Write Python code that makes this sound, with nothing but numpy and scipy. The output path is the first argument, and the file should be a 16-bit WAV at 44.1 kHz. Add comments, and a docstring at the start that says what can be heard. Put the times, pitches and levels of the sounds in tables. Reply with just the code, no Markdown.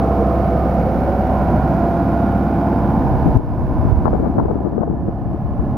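"""A compact excavator swings its boom on a gravel yard, its four-cylinder diesel held at working speed.
From the start: combustion knock, fan hiss, exhaust drone and pump whine over a low breeze.
Panel rings and gear tones beam past as the house turns; the swing motor climbs in pitch.
From about 3 s, gusts buffet the two microphone ports and the hardest peaks duck the gain.
The machine fades as the engine bay turns away, deepest behind the boom near 5 s."""
import sys
import numpy as np
from scipy import signal
from scipy.fft import rfft, irfft, next_fast_len
from scipy.io import wavfile

SR = 44100
rng = np.random.default_rng(int(sys.argv[2]) if len(sys.argv) > 2 else 0)


def transcribe(u):
    """Save the signal u as a 16-bit wav file named by the first command-line argument.

    u: samples, shape (n,) or (channels, n), limited to [-1, 1]; the rate is SR.
    q: integer samples, one column per channel.
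    """
    v = np.clip(np.atleast_2d(u).T, -1, 1)
    q = np.round(v * 32767).astype(np.int16)
    wavfile.write(sys.argv[1], SR, q)


N = 254456
TIME_S = np.arange(N) / SR
FFT_SIZE = next_fast_len(N, True)
BIN_HZ = np.maximum(np.arange(FFT_SIZE // 2 + 1) * SR / FFT_SIZE, 1)

# Crankshaft speed. Each row: time in seconds, revolutions per second.
CRANK_SPEED = [(0.0, 33.6), (0.8, 34.07), (1.2, 34.12), (2.0, 34.27), (3.0, 34.2), (4.9, 34.21),
               (5.77, 34.3)]
# Edges in Hz of the five engine bands: rumble, panel, knock, clatter, hiss.
BAND_EDGES_HZ = [85, 380, 600, 1150, 1900, 15800]
# Lower four bands, before trim. Each row: start level in dB, slope in dB/s, loss behind the boom in dB.
BAND_LEVELS = [(-18.5, 1.03, 11), (-27.5, -0.69, 8.5), (-25, 0, 10), (-33, -0.5, 12.5)]
# Hiss band, before trim; the boom shadows it most. Each row: time in seconds, level in dB.
HISS_LEVEL = [(0, -49), (1.4, -49), (3.2, -51), (3.9, -54), (4.3, -59.5), (4.6, -63), (4.88, -67),
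              (5.25, -62.5), (5.77, -59)]
# Engine noise shape within the bands. Each row: frequency in Hz, relative density in dB.
ENGINE_SPECTRUM = [(85, 2), (200, 3.5), (300, 1.5), (400, -8), (520, -8), (730, -10), (900, -17.5),
                   (1150, -24.5), (1420, -18), (2000, -33.5), (2400, -32.5), (3400, -41.5), (5000, -44),
                   (14000, -48.5)]
# Stereo balance of the machine. Each row: frequency in Hz, left minus right in dB.
BALANCE = [(100, -1), (400, -1), (750, -2.5), (1100, -3.5), (1450, -8.5), (1750, -9), (2050, 11),
           (2700, -3.5), (5000, 3.5), (12000, 4.5)]
# Stereo likeness of the engine noise. Each row: frequency in Hz, left-right coherence from 0 to 1.
COHERENCE = [(100, 1), (280, 0.97), (600, 1), (1400, 0.8), (2500, 0.4), (6000, 0.67), (14000, 0.72)]
# Cover panel resonances, with two low rows for the growl of the swing under load. Each row: centre in Hz, width
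# in Hz, level over its band in dB before trim, # time facing us in seconds, beam sigma in seconds.
PANEL_MODES = [ (670, 43, -5, 0.16, 0.26), (752, 60, -10, 0.21, 1.9), (1046, 91, -9, 0.2, 0.42),
               (1216, 130, -4, 0.15, 0.85), (1019, 77, -9.5, 1.83, 0.25), (1367, 120, -6.5, 1.8, .8),
               (677, 210, -1.5, 1.53, 0.3), (774, 62, -5.5, 3.2, 0.15), (885, 59, -5.5, 3.05, 0.27),
               (1006, 87, -6.5, 3.3, 0.8), (233.5, 140, -6, 2.27, 0.75), (153, 60, -3, 1.53, 0.27),
               (1696, 47, -15, 5, 1.3), (794, 130, -8, 4.4, 0.77), (1029, 82, -11, 5.4, 0.91),
               (2227, 65, -4, 0.9, 0.87), (2230, 64, -12.5, 2.7, .6), (4840, 100, -17, 2.6, 1.9)]
# Steady engine tones: block, fan, pump stroke and a thin whistle. Each row: multiple of the four-stroke cycle
# rate, level over its band in dB.
STEADY_TONES = [(6, -21.5), (8, -15.5), (10, -23), (12, -12.5), (14, -19.5), (20, -20), (45, -12),
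                (48, -19), (72, -21), (131, -16.5), (139, -19), (280, -28)]
# Pump and gear tones. Each row: multiple of the cycle rate (rounded in use), level in dB,
# time facing us in seconds, beam sigma in seconds.
PUMP_GEAR_TONES = [ (9, -28.5, 1.85, .3), (38, -33, 0.26, 0.52), (40, -28.5, 0.17, 0.39),
                   (40, -36, 1.95, 0.33), (44, -32.5, 1.3, 0.21), (45, -34, 0.17, 0.46),
                   (45, -35, 3.15, 0.38), (46, -33.5, 2.34, 0.57), (51, -34.5, 3.0, 0.57),
                   (57, -35.5, 1.5, 0.14), (57, -42, 2.9, 0.27), (60, -44, 2.95, .35),
                   (63.4, -41, .25, 0.51), (68, -48.5, 2.9, 0.29), (70.7, -45.5, 0.63, 0.15),
                   (79, -48, 1.3, 0.32), (82.3, -50, 2.6, .35), (83.2, -48, 2.2, 0.24),
                   (84, -48.5, 1.73, .17), (84, -49, 1.5, .2), (86, -52.5, 2.65, .2),
                   (89, -55.5, 2.75, 0.25), (95.3, -58, 3.0, .35), (97.7, -61, 1.6, 0.11)]
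# Thin whistle that stands out as the hiss fades. One row, columns as above.
WHISTLE_TONE = (131, -65, 3.85, .45)
# Exhaust note. One row: start level in dB, slope in dB/s, loss behind the boom in dB.
EXHAUST_LEVEL = (-20.5, -1.4, 2.9)
# Hydraulic pump: piston tone, then its near octave. Columns as for the exhaust.
PUMP_LEVELS = [(-31, -2.5, -2.5), (-30, -3.5, -2.5)]
# Swing drive. Each row: time in seconds, motor pitch in Hz, motor level in dB, gear level in dB.
SWING_DRIVE = [(0, 469, -25, -26), (0.45, 496.5, -28, -55), (0.8, 522.6, -26, -53), (1.1, 549.5, -28, -51),
               (1.35, 590, -29, -29), (1.55, 620, -28.5, -46), (1.8, 679, -28.5, -54),
               (2.15, 701.4, -33.5, -52), (3.3, 718, -43, -60)]
# Breeze on the ports. Each row: time in seconds, level in dB.
BREEZE_LEVEL = [(0, -30), (1.7, -30.5), (2.7, -33.5), (3.1, -20.5), (3.35, -21), (3.55, -16.5), (3.85, -21),
                (3.99, -18.5), (4.12, -20.5), (4.8, -30.5), (5.77, -24)]
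# Main wind buffets. Each row: centre in seconds, length in seconds, level in dB,
# port (0 left, 1 right), upper edge in Hz.
MAIN_BUFFETS = [ (3.278, 0.034, -10.5, 0, 282), (3.366, 0.037, -8.5, 0, 175), (3.396, 0.018, -10, 0, 335),
                (3.841, 0.083, -11.5, 0, 138), (3.951, 0.093, -9.5, 1, 99.5), (4.026, 0.015, -24, 0, 380),
                (4.057, 0.0059, -11.5, 0, 1090), (4.072, 0.02, -13.5, 0, 927), (4.145, 0.038, -16, 0, 695),
                (4.2, 0.015, -18, 0, 520), (4.234, 0.028, -17.5, 0, 406), (4.252, 0.042, -22.5, 0, 770),
                (4.271, .02, -15.5, 0, 464), (4.368, 0.02, -16.5, 0, 403.2), (4.386, 0.0097, -12.5, 0, 900),
                (4.393, 0.024, -13.5, 1, 414), (4.399, 0.0096, -15, 0, 1000), (4.425, 0.021, -19, 0, 382),
                (4.456, 0.017, -20, 0, 697), (4.485, 0.021, -20.5, 0, 700), (4.508, 0.016, -13, 0, 500),
                (4.54, 0.018, -29, 0, 380), (4.612, 0.016, -23.5, 0, 480), (4.652, 0.025, -19, 0, 550),
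                (4.675, .018, -21, 0, 426), (4.775, 0.022, -15, 0, 556), (4.827, 0.025, -17, 0, 787),
                (4.882, 0.02, -21.5, 0, 476), (5.082, 0.028, -19.5, 0, 476), (5.588, 0.04, -13.5, 0, 99)]
# Hard eddies on the left port. Each row: time in seconds, push in dB, half-width in seconds.
HARD_EDDIES = [(3.275, 2, .0014), (3.371, 10, 0.0018), (4.058, 2.5, 0.0008), (4.149, -3, 0.0005),
               (4.398, -4, 0.0017), (4.458, -1.5, 0.0009), (4.512, -3.5, .0009), (4.65, -2.5, 0.0008),
               (4.81, -0.5, .001), (5.347, -3, 0.00095)]
# Dry ticks in strong wind. Each row: time in seconds, level in dB before the high-pass.
WIND_TICKS = [(3.279, -21), (3.3735, -9), (3.668, -29), (4.0595, -26), (4.401, -30), (4.537, -37)]


def from_db(db):
    """Decibels to gain."""
    return 10 ** (np.asarray(db) / 20)


def unit_rms(x):
    """Scale to unit power."""
    return x / np.sqrt(np.mean(x ** 2) + 1e-20)


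def in_time(rows):
    """Each column of a time table at every sample."""
    times_s, *columns = np.transpose(rows)
    return [np.interp(TIME_S, times_s, column) for column in columns]


def at_hz(rows, hz):
    """Read a spectrum table on a log-frequency axis."""
    points_hz, values = np.transpose(rows)
    return np.interp(np.log(hz), np.log(points_hz), values)


def passband(low_hz, high_hz, order):
    """Butterworth band gain at every bin."""
    return ((1 + (low_hz / BIN_HZ) ** (2 * order)) * (1 + (BIN_HZ / high_hz) ** (2 * order))) ** -.5


def drift(rate_hz):
    """Smooth random wander, RMS about 1."""
    hop, settle = 100, 1000
    pole = np.exp(-2 * np.pi * rate_hz * hop / SR)
    noise = rng.standard_normal(N // hop + settle + 2)
    slow = signal.lfilter([1], [1, -2 * pole, pole * pole], noise)[settle:]
    return np.interp(np.arange(N) / hop, np.arange(len(slow)), unit_rms(slow))


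def pan(hz):
    """Left and right gain of the machine."""
    return from_db(np.array([[.5], [-.5]]) * at_hz(BALANCE, hz))


def band_of(hz):
    """Index of the engine band holding a frequency."""
    return np.searchsorted(BAND_EDGES_HZ, hz) - 1


def bell(centre_s, sigma_s):
    """Gaussian window in time, peak 1."""
    return np.exp(-.5 * ((TIME_S - centre_s) / sigma_s) ** 2)


def heard_db(start_db, slope_db_per_s, boom_loss_db):
    """Level of a part as it swings round and passes behind the boom."""
    return start_db + slope_db_per_s * TIME_S - boom_loss_db * bell(centre_s=5.01, sigma_s=0.71)


def firing(cycles, decay_strokes=.65, uneven_db=1.0):
    """Envelope of four dying bursts a cycle; cylinders unequal, no two firings alike."""
    stroke = (4 * cycles).astype(int)
    cylinder_db = np.array([0.0, -1.0, 1.0, -1.0])[stroke % 4]
    strength = from_db(cylinder_db + uneven_db * rng.standard_normal(stroke[-1] + 1)[stroke])
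    return unit_rms(strength * np.exp(-(4 * cycles % 1) / decay_strokes))


def rattle(cycles, renew_hz, size=2580):
    """Impacts recurring each cycle; the pattern slowly changes as the machine turns."""
    patterns = rng.standard_normal((int(TIME_S[-1] * renew_hz) + 2, size))
    patterns = unit_rms(patterns + .2 * np.roll(patterns, size // 2, axis=1))  # crank turns partly alike
    place = (cycles % 1 * size).astype(int)
    current = (TIME_S * renew_hz).astype(int)
    fade_rad = TIME_S * renew_hz % 1 * np.pi / 2
    return patterns[current, place] * np.cos(fade_rad) + patterns[current + 1, place] * np.sin(fade_rad)


def skin_force(impacts, bursts, locked_share, pulsed_share):
    """Force on the engine's skin: cycle-locked impacts plus turbulence, swelling with each firing."""
    turbulence = rng.standard_normal(impacts.shape)
    force = np.sqrt(locked_share) * impacts + np.sqrt(1 - locked_share) * turbulence
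    return force * np.sqrt(1 - pulsed_share + pulsed_share * bursts ** 2)


def engine_noise(cycles, bursts, bands_db, right_lag_s=1.2e-5):
    """The shaken engine radiates five bands, rumble to hiss, reaching the left port first."""
    locked_shares, pulsed_shares = [.15, .25, 0.54, 0.7, 0.46], [0.18, 0.35, 0.22, 0.24, 0.34]
    trims_db = [-3.0, -2.0, -1.5, -8.5, 1.15]
    impacts = np.array([rattle(cycles, renew_hz=0.865) for _ in range(2)])
    coherence = at_hz(COHERENCE, BIN_HZ)
    to_ports = pan(BIN_HZ) * np.exp(-2j * np.pi * BIN_HZ * right_lag_s * np.array([[0], [1]]))
    colour = from_db(at_hz(ENGINE_SPECTRUM, BIN_HZ))
    out = 0
    for k, level_db in enumerate(bands_db):
        force = rfft(skin_force(impacts, bursts, locked_shares[k], pulsed_shares[k]), FFT_SIZE)
        mid, side = force * colour * passband(BAND_EDGES_HZ[k], BAND_EDGES_HZ[k + 1], order=10)
        stereo = np.sqrt(1 + coherence) * mid + np.sqrt(1 - coherence) * side * [[1], [-1]]
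        band = irfft(to_ports * stereo, FFT_SIZE)[:, :N]
        out += from_db(level_db + trims_db[k]) * unit_rms(band)
    return out


def panels(cycles, bursts, bands_db, trim_db=-2.5):
    """Each cover panel rings at its own pitch, heard while the swing turns it towards us; the lowest rows growl
    as the swing takes load."""
    force = skin_force(rattle(cycles, renew_hz=1.113), bursts, locked_share=0.45, pulsed_share=0.057)
    out = 0
    for hz, width_hz, db, facing_s, sigma_s in PANEL_MODES:
        resonance = signal.butter(2, [hz - width_hz / 2, hz + width_hz / 2], "band", fs=SR, output="sos")
        beam = bell(facing_s, sigma_s)
        ring = signal.sosfilt(resonance, force)
        ring /= np.sqrt(np.average(ring ** 2, weights=beam ** 2))
        out += pan(hz) * ring * beam * from_db(bands_db[band_of(hz)] + db + trim_db)
    return out


def tone(cycles, multiple, level_db, waver_db):
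    """Sine locked to the engine, wavering in level and phase."""
    hz = multiple * cycles[-1] / TIME_S[-1]
    phase_rad = 2 * np.pi * (multiple * cycles + rng.random()) + .22 * waver_db * drift(5.5)
    return np.sqrt(2) * np.sin(phase_rad) * from_db(level_db + waver_db * drift(0.94)) * pan(hz)


def steady_tones(cycles, bands_db):
    """Steady engine tones rise and fall with their band."""
    cycle_hz = cycles[-1] / TIME_S[-1]
    return sum(tone(cycles, round(multiple), bands_db[band_of(multiple * cycle_hz)] + db, waver_db=-1.0)
               for multiple, db in STEADY_TONES)


def beamed_whines(cycles, flutter_db=2.5, flutter_hz=5):
    """Pump and gear tones, then a whistle, swell and fade in turn as the house swings."""
    out = 0
    for multiple, db, facing_s, sigma_s in PUMP_GEAR_TONES + [WHISTLE_TONE]:
        level_db = db + flutter_db * drift(flutter_hz)
        out += tone(cycles, round(multiple), level_db, waver_db=0.8) * bell(facing_s, sigma_s)
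    return out


def exhaust(cycles):
    """Drone near the firing rate of four beats a cycle."""
    return tone(4 * cycles, 0.98, heard_db(*EXHAUST_LEVEL), waver_db=1.3)


def pump(cycles):
    """Ten pistons, twenty strokes a cycle: one tone near that rate, one at double the rate."""
    strokes = 20 * cycles
    piston_db, octave_db = [heard_db(*row) for row in PUMP_LEVELS]
    return tone(strokes, 0.98, piston_db, waver_db=1.8) + tone(strokes, 2, octave_db, waver_db=5.3)


def swing_motor(width_hz=34, gear_ratio=1.7, mesh_ratio=2.46, mesh_db=-23.5):
    """Narrow-band whine climbing as the house gathers speed; the gears sing above it."""
    motor_hz, motor_db, gear_db = in_time(SWING_DRIVE)
    out = 0
    for ratio, db in ((1, motor_db), (gear_ratio, gear_db), (mesh_ratio, motor_db + mesh_db)):
        phase_rad = 2 * np.pi * ratio * np.cumsum(motor_hz) / SR
        whine = drift(width_hz) * np.cos(phase_rad) + drift(width_hz) * np.sin(phase_rad)
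        out += from_db(db) * whine * pan(ratio * motor_hz.mean())
    return out


def breeze(low_hz=28.4, high_hz=87, waver_db=2.0):
    """Slow eddies rumble on each port separately."""
    spectrum = rfft(rng.standard_normal((2, FFT_SIZE)))
    rumble = irfft(spectrum * passband(low_hz, high_hz, order=3))[:, :N]
    waver = from_db(waver_db * np.array([drift(2.5), drift(12.0)]))
    return unit_rms(rumble) * waver * from_db(in_time(BREEZE_LEVEL)[0])


def lesser_buffets(count=22, from_s=3.0, to_s=5.5, length_s=0.09, left_share=.8):
    """Rows of small random buffets, stronger and brighter at the height of the gust."""
    gust_peak_s, gust_sigma_s = 4.55, 0.49
    jitter, side = rng.random((count, 2)).T
    centre_s = from_s + (to_s - from_s) * (np.arange(count) + jitter) / count
    gust = np.exp(-.5 * ((centre_s - gust_peak_s) / gust_sigma_s) ** 2)
    level_db = -22.5 + 3.5 * gust
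    top_hz = 131.5 * 2 ** (1.4 * gust)
    port = (side > left_share).astype(int)
    return list(zip(centre_s, np.full(count, length_s), level_db, port, top_hz))


def buffets(eddies_per_period=1.2, spread_db=6.5, band_ratio=2.19, port_hz=1400, size=16384):
    """Each gust sheds eddies over one port: pressure spikes, denser and sharper in faster air."""
    out = np.zeros((2, N + 2 * size))
    t_s = (np.arange(size) - size // 2) / SR
    port_filter = signal.butter(5, port_hz, fs=SR, output="sos")
    for centre_s, length_s, db, port, top_hz in MAIN_BUFFETS + lesser_buffets():
        hits = rng.random(size) < eddies_per_period * top_hz / SR
        spikes = hits * from_db(spread_db * np.clip(rng.standard_normal(size), -2, 2))
        body = signal.butter(2, [top_hz / band_ratio, top_hz], "band", fs=SR, output="sos")
        swell = np.exp(-np.abs(1.7 * t_s / length_s) ** 4)
        gust = signal.sosfilt(port_filter, signal.sosfilt(body, spikes + 1e-18) * swell)
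        gust *= from_db(db) / np.sqrt(np.sum(gust ** 2) / (length_s * SR) + 1e-20)
        start = round(centre_s * SR) + size // 2
        out[port, start:start + size] += gust
    return out[:, size:size + N]


def eddy_pops(suction_ratio=6, size=2048):
    """A hard eddy is one short push on the diaphragm inside a longer, shallow suction."""
    out = np.zeros((2, N))
    t_s = (np.arange(size) - size // 2) / SR
    for centre_s, db, half_width_s in HARD_EDDIES:
        push = np.exp(-(t_s / half_width_s) ** 2)
        suction = np.exp(-(t_s / (suction_ratio * half_width_s)) ** 2) / suction_ratio
        start = round(centre_s * SR) - size // 2
        out[0, start:start + size] += from_db(db) * (push - suction)
    return out


def ticks(low_hz=3000):
    """Single sharp edges on the left port, no bass."""
    clicks = np.zeros((2, N))
    for at_s, db in WIND_TICKS:
        clicks[0, round(at_s * SR)] = from_db(db)
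    return signal.sosfilt(signal.butter(2, low_hz, "high", fs=SR, output="sos"), clicks + 1e-18)


def gain_control(x, threshold_db=-1.5, attack_s=0.0014, release_db_per_s=18.0, deaf_below_hz=45):
    """A sharp peak on either port ducks both, deep bass hardly does; the gain recovers steadily."""
    sensed = signal.sosfilt(signal.butter(2, deaf_below_hz, "high", fs=SR, output="sos"), x)
    peak_db = 20 * np.log10(np.abs(sensed).max(axis=0) + 1e-9)
    over_db = np.maximum(peak_db - threshold_db, 0)
    release_db = release_db_per_s * TIME_S
    held_db = np.maximum.accumulate(over_db + release_db) - release_db
    pole = np.exp(-1 / (attack_s * SR))
    duck_db = signal.lfilter([(1 - pole) ** 2], [1, -2 * pole, pole * pole], held_db)
    return x * from_db(-duck_db)


def scene():
    """The machine, its speed trembling slightly, and the wind."""
    crank_hz = in_time(CRANK_SPEED)[0] * (1 + .0007 * drift(4))
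    cycles = np.cumsum(crank_hz) / SR / 2  # two crank turns a cycle
    bands_db = [heard_db(*row) for row in BAND_LEVELS] + in_time(HISS_LEVEL)
    bursts = firing(cycles)
    machine = engine_noise(cycles, bursts, bands_db) + panels(cycles, bursts, bands_db)
    machine += steady_tones(cycles, bands_db) + beamed_whines(cycles)
    machine += exhaust(cycles) + pump(cycles) + swing_motor()
    return machine + breeze() + buffets() + eddy_pops() + ticks()


def record(dry):
    """Microphone chain: treble dip, gain control, rounded overload, top cut."""
    notch_hz, notch_q, notch_share, cutoff_hz = 7800, 1.6, .88, 15800
    notched = signal.lfilter(*signal.iirnotch(notch_hz, notch_q, fs=SR), dry)
    levelled = gain_control(notch_share * notched + (1 - notch_share) * dry)
    rounded = levelled / (1 + levelled ** 8) ** (1 / 8)
    return signal.sosfilt(signal.ellip(10, .1, 80, cutoff_hz, fs=SR, output="sos"), rounded)


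dry = scene()
out = record(dry)
transcribe(out)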